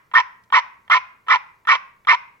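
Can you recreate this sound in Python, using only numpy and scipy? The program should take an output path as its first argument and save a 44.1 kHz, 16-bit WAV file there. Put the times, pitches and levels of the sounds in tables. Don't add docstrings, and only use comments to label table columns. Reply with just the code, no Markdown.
import sys
import numpy as np
from scipy import signal
from scipy.fft import rfft, irfft
from scipy.io import wavfile
from scipy.ndimage import uniform_filter1d, minimum_filter1d

SR = 44100
rng = np.random.default_rng(int(sys.argv[2]) if len(sys.argv) > 2 else 0)


def to_wav(sig):
    pcm = np.clip(np.atleast_2d(sig), -1, 1) * 32767
    pcm = np.round(pcm).astype(np.int16)
    wavfile.write(sys.argv[1], SR, pcm.T)


N = 105840

# start in seconds, length in seconds, relative level in dB, start and end
# of the bright part in seconds into the bark, low tone in Hz, upper tone in Hz.
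FROG_BARKS = [(0.1371, 0.072, 0, 0.013, .046, 1166, 1930), (0.5235, 0.072, 2.45, .014, .042, 1189, 1979),
              (.899, .079, 1.5, .012, 0.045, 1209, 2060), (1.283, .083, -1, .018, .055, 1158, 2030),
              (1.672, .089, 0, 0.016, .053, 1193, 2050), (2.071, 0.079, 0, 0.013, .050, 1211, 2060)]
# start in seconds, relative level in dB.
THROAT_CLICKS = [(.114, -53), (0.121, -55.5), (.502, -53.5), (.879, -55.5), (1.266, -59), (1.272, -49),
                 (1.651, -53), (2.049, -55.5)]
# frequency in Hz, gain in dB.
THROAT_COLOUR = [(100, -34), (600, -13.5), (1000, 1.5), (1500, -4.5), (2000, -3.5), (3400, -13.5),
                 (4500, -30), (9000, -44)]
# frequency in Hz, gain in dB.
RASP_COLOUR = [(100, -54), (300, -35), (480, -14), (720, -2), (950, -2), (1400, -2.5), (2300, -3.5),
               (2700, -2.5), (3300, -8), (4400, -13.5), (4800, -18), (5150, -10.5), (5600, -16),
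               (6200, -17.5), (6550, -43), (7500, -27.5), (8100, -53.5), (9000, -43.5), (11000, -51.5),
               (15000, -44.5)]
# frequency in Hz, gain in dB.
SNAP_COLOUR = [(100, -39), (700, -24.5), (1500, -5), (3400, 1.5), (4800, -15.5), (7300, -13), (9000, -24.5),
               (15000, -24)]
# frequency in Hz, gain in dB.
TICK_COLOUR = [(100, -19.5), (1000, -9), (3000, -3.5), (6000, -4), (9000, -11), (15000, -17.5)]
# frequency in Hz, gain in dB.
SAC_AND_LEAVES = [(100, -13), (270, -10), (480, -0.5), (780, -3.5), (990, 4.5), (1200, -2.5), (1310, 1.5),
                  (1450, 1), (1540, -7.5), (1650, -11), (1810, 10), (1930, -1), (2150, 0.5), (2340, 0.5),
                  (2460, -13), (2630, 1.5), (2760, -5.5), (2950, 4.5), (3500, -2), (16000, -0.5)]
# frequency in Hz, lead of the left in radians.
MIC_PHASE = [(100, 0), (500, 0.5), (800, 1.48), (1100, 1.12), (1350, 1.28), (1550, .5), (2000, 1.46),
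             (2450, 0.85), (2900, 3), (3600, 4.5), (4300, 6.5), (5000, 11), (5800, 10.5)]
# frequency in Hz, left minus right in dB.
MIC_BALANCE = [(60, -3.5), (99, -4.5), (160, 0.0), (270, -3.5), (450, -3.5), (740, -0.5), (1220, 0.0),
               (2010, -3), (3330, -10.5), (5500, -2.5), (9080, -3.5), (15000, -2.5)]
# frequency in Hz, time to fall 60 dB in seconds.
ROOM_DECAY = [(200, .3), (600, 0.49), (1100, 0.4675), (2300, .5), (5000, 0.37), (12000, 0.16)]
# frequency in Hz, gain in dB.
ECHO_COLOUR = [(200, -10.5), (700, -0.5), (950, 1.5), (1100, -0.5), (1250, -4.5), (1600, -1), (2000, -5),
               (2350, -4), (3000, -2), (4000, -5.5), (6000, -0.5), (12000, -4.5)]
# frequency in Hz, relative spectral density in dB.
AIR_COLOUR = [(20, -8.5), (60, -4.5), (90, -6), (115, -0.5), (145, -5.5), (190, -4), (260, -12),
              (400, -10.5), (700, -14), (1500, -20), (3000, -27), (6000, -28), (10000, -33), (14000, -31)]

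ATTACK_S, RELEASE_S, SWELL_S, SAG_S = 0.00046, 0.0046, 0.0025, .006
FLUTTER_HZ, FLUTTER_JITTER = 342.85, .15
LOW_DB, LOW_START_DB, LOW_END_DB, LOW_GLIDE = -13.5, -4.5, -12.5, -.15
HIGH_DB, HIGH_START_DB, HIGH_AFTER_DB, HIGH_END_DB, HIGH_GLIDE = -11.5, -24, -9, -5.5, 0.1206
OVERTONE_DB, OVERTONE_HZ, OVERTONE_GLIDE = -36.5, 3727, 0.25
TONE_LOW_CUT_HZ = 766
RASP_DB, RASP_START_DB, RASP_END_DB = -21, -15, -7.5
LAST_PUFF_DB, LAST_PUFF_LEAD_S, LAST_PUFF_WIDTH_S = 8.5, .007, 0.00071


def bark(length, level_db, bright_from, bright_until, low_hz, high_hz, count=8192):
    t = np.arange(count) / SR
    unfilled = .5 - .5 * np.tanh((t - bright_from) / SWELL_S)
    spent = .5 + .5 * np.tanh((t - bright_until) / SAG_S)
    fade = np.clip((t - bright_until) / (length - bright_until), 0, 1)
    climb = np.clip((t - bright_from) / (bright_until - bright_from), 0, 1) - .5
    last_puff = np.exp(-((t - length + LAST_PUFF_LEAD_S) / LAST_PUFF_WIDTH_S) ** 2)
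    gate = np.minimum(t / ATTACK_S, 1) * np.exp(-np.maximum(t - length, 0) / RELEASE_S)
    flutter_hz = FLUTTER_HZ * (1 + FLUTTER_JITTER * wander(count, rate_hz=244))
    flutter = 2 * np.pi * np.cumsum(flutter_hz) / SR

    low_pitch = low_hz * (1 + LOW_GLIDE * spent)
    high_pitch = high_hz * (1 + HIGH_GLIDE * climb)
    overtone_pitch = OVERTONE_HZ * (1 + OVERTONE_GLIDE * climb)
    low = membrane(low_pitch, flutter, jitter=.09, jitter_hz=166, chop=.3, bend=.41, shimmer=.07)
    high = membrane(high_pitch, flutter, jitter=.05, jitter_hz=158, chop=.11, bend=.74, shimmer=.18)
    overtone = membrane(overtone_pitch, flutter, jitter=.04, jitter_hz=168, chop=.3, bend=.68, shimmer=.2)

    tones = low * amp(LOW_DB + LOW_START_DB * unfilled + LOW_END_DB * fade)
    tones += high * amp(HIGH_DB + HIGH_START_DB * unfilled + HIGH_AFTER_DB * spent + HIGH_END_DB * fade)
    tones += overtone * amp(OVERTONE_DB) * (1 - spent)
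    low_cut = signal.butter(6, TONE_LOW_CUT_HZ, "high", fs=SR, output="sos")
    voice = signal.sosfilt(low_cut, tones * gate)
    rasp_db = RASP_DB + RASP_START_DB * unfilled + RASP_END_DB * fade + LAST_PUFF_DB * last_puff
    voice += gate * rasp(low_pitch, flutter) * amp(rasp_db)
    voice *= amp(level_db)
    return voice + ring(voice)


def membrane(hz, flutter, jitter, jitter_hz, chop, bend, shimmer, harmonics=1):
    unsteady_hz = hz * (1 + jitter * wander(len(hz), jitter_hz))
    phase = 2 * np.pi * np.cumsum(unsteady_hz) / SR + bend * np.sin(flutter)
    swing = (1 + chop * np.cos(flutter)) * (1 + shimmer * wander(len(hz), jitter_hz))
    return unit(swing * sum(np.cos(k * phase) for k in range(1, harmonics + 1)))


def rasp(hz, flutter, voiced=.45):
    pulses = membrane(hz, flutter, jitter=.0692, jitter_hz=393, chop=.58, bend=.4, shimmer=.55,
                      harmonics=13)
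    puffs = unit(rng.standard_normal(len(hz)) * np.exp(.39 * np.cos(flutter)))
    return unit(colour(voiced * pulses + (1 - voiced) * puffs, RASP_COLOUR))


def ring(voice, hz=977.4, t60_s=.029, gain_db=-9):
    t = np.arange(len(voice)) / SR
    fall = amp(-60 * t / t60_s)
    response = 2 * fall * np.cos(2 * np.pi * hz * t) / fall.sum()
    return amp(gain_db) * signal.fftconvolve(voice, response)[:len(voice)]


def click(level_db, shape, decay_s, count=2048):
    t = np.arange(count) / SR
    burst = rng.standard_normal(count) * np.exp(-t / decay_s)
    return amp(level_db) * unit(colour(burst, shape))


def microphone_ports(close):
    hz = np.fft.rfftfreq(N, 1 / SR)
    left = amp(read(MIC_BALANCE, hz) / 2) * np.exp(.5j * read(MIC_PHASE, hz))
    return irfft(rfft(close) * np.array([left, 1 / left]), N)


def room(x, tail_db=-20.5, early_db=-15, early_decay_s=.0043):
    t = np.arange(SR) / SR
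    hz, frame_s, spectra = signal.stft(rng.standard_normal(SR), SR, nperseg=256)
    fall = amp(-60 * frame_s / read(ROOM_DECAY, hz)[:, None])
    tail = signal.istft(spectra * fall, SR, nperseg=256)[1][:SR] * (t > .006)
    early = rng.standard_normal(SR) * np.exp(-t / early_decay_s) * (t > .002)
    response = amp(tail_db) * tail / np.linalg.norm(tail) + amp(early_db) * early / np.linalg.norm(early)
    return colour(signal.fftconvolve(x, response)[:len(x)], ECHO_COLOUR)


def dying_echo(ago_s=.27):
    voice = np.zeros(N)
    add(voice, 0, bark(*FROG_BARKS[1][1:]))
    tails = [room(voice)[round(ago_s * SR):] for _ in range(2)]
    return np.array([np.pad(tail, (0, N - len(tail))) for tail in tails])


def room_air(level_db=-66.5, shared_power=.75):
    shared, *sides = (unit(colour(noise, AIR_COLOUR)) for noise in rng.standard_normal((3, N)))
    return amp(level_db) * (np.sqrt(shared_power) * shared + np.sqrt(1 - shared_power) * np.array(sides))


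def amp(db):
    return 10 ** (np.asarray(db) / 20)


def unit(x):
    return x / np.sqrt(np.mean(x ** 2) + 1e-20)


def read(points, hz):
    table_hz, value = np.transpose(points)
    return np.interp(np.log(hz + 1), np.log(table_hz + 1), value)


def add(mix, start_s, sound):
    part = mix[round(start_s * SR):][:len(sound)]
    part += sound[:len(part)]


def colour(x, points, size=4096):
    log_gain = np.log(amp(read(points, abs(np.fft.fftfreq(size, 1 / SR)))))
    taps = np.fft.ifft(np.exp(signal.hilbert(log_gain).conj())).real[:size // 2]
    return signal.fftconvolve(x, taps)[:len(x)]


def wander(count, rate_hz):
    hz = np.fft.rfftfreq(count, 1 / SR)
    smoothing = np.exp(-(hz / rate_hz) ** 2) * (hz > 0)
    return unit(irfft(rfft(rng.standard_normal(count)) * smoothing, count))


def scene():
    frog = np.zeros(N)
    for start, *shape in FROG_BARKS:
        add(frog, start, bark(*shape))
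        add(frog, start, click(level_db=-49, shape=SNAP_COLOUR, decay_s=.0069))
    for start, level_db in THROAT_CLICKS:
        add(frog, start, click(level_db, THROAT_COLOUR, decay_s=.003))
    add(frog, start_s=.437, sound=click(level_db=-71.5, shape=TICK_COLOUR, decay_s=.008))
    direct = microphone_ports(colour(frog, SAC_AND_LEAVES))
    echoes = np.array([room(frog), room(frog)])
    return direct + echoes + dying_echo() + room_air()


def record(dry):
    ceiling, smoothing_s, top_hz = .94, .003, 16000
    window = round(smoothing_s * SR) | 1
    allowed_gain = np.minimum(1, ceiling / (abs(dry).max(0) + 1e-9))
    gain = minimum_filter1d(allowed_gain, 3 * window)
    for _ in range(3):
        gain = uniform_filter1d(gain, window)
    low_pass = signal.firwin(511, top_hz, window=("kaiser", 9), fs=SR)
    return signal.oaconvolve(dry * gain, low_pass[None], "same")


dry = scene()
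out = record(dry)
to_wav(out)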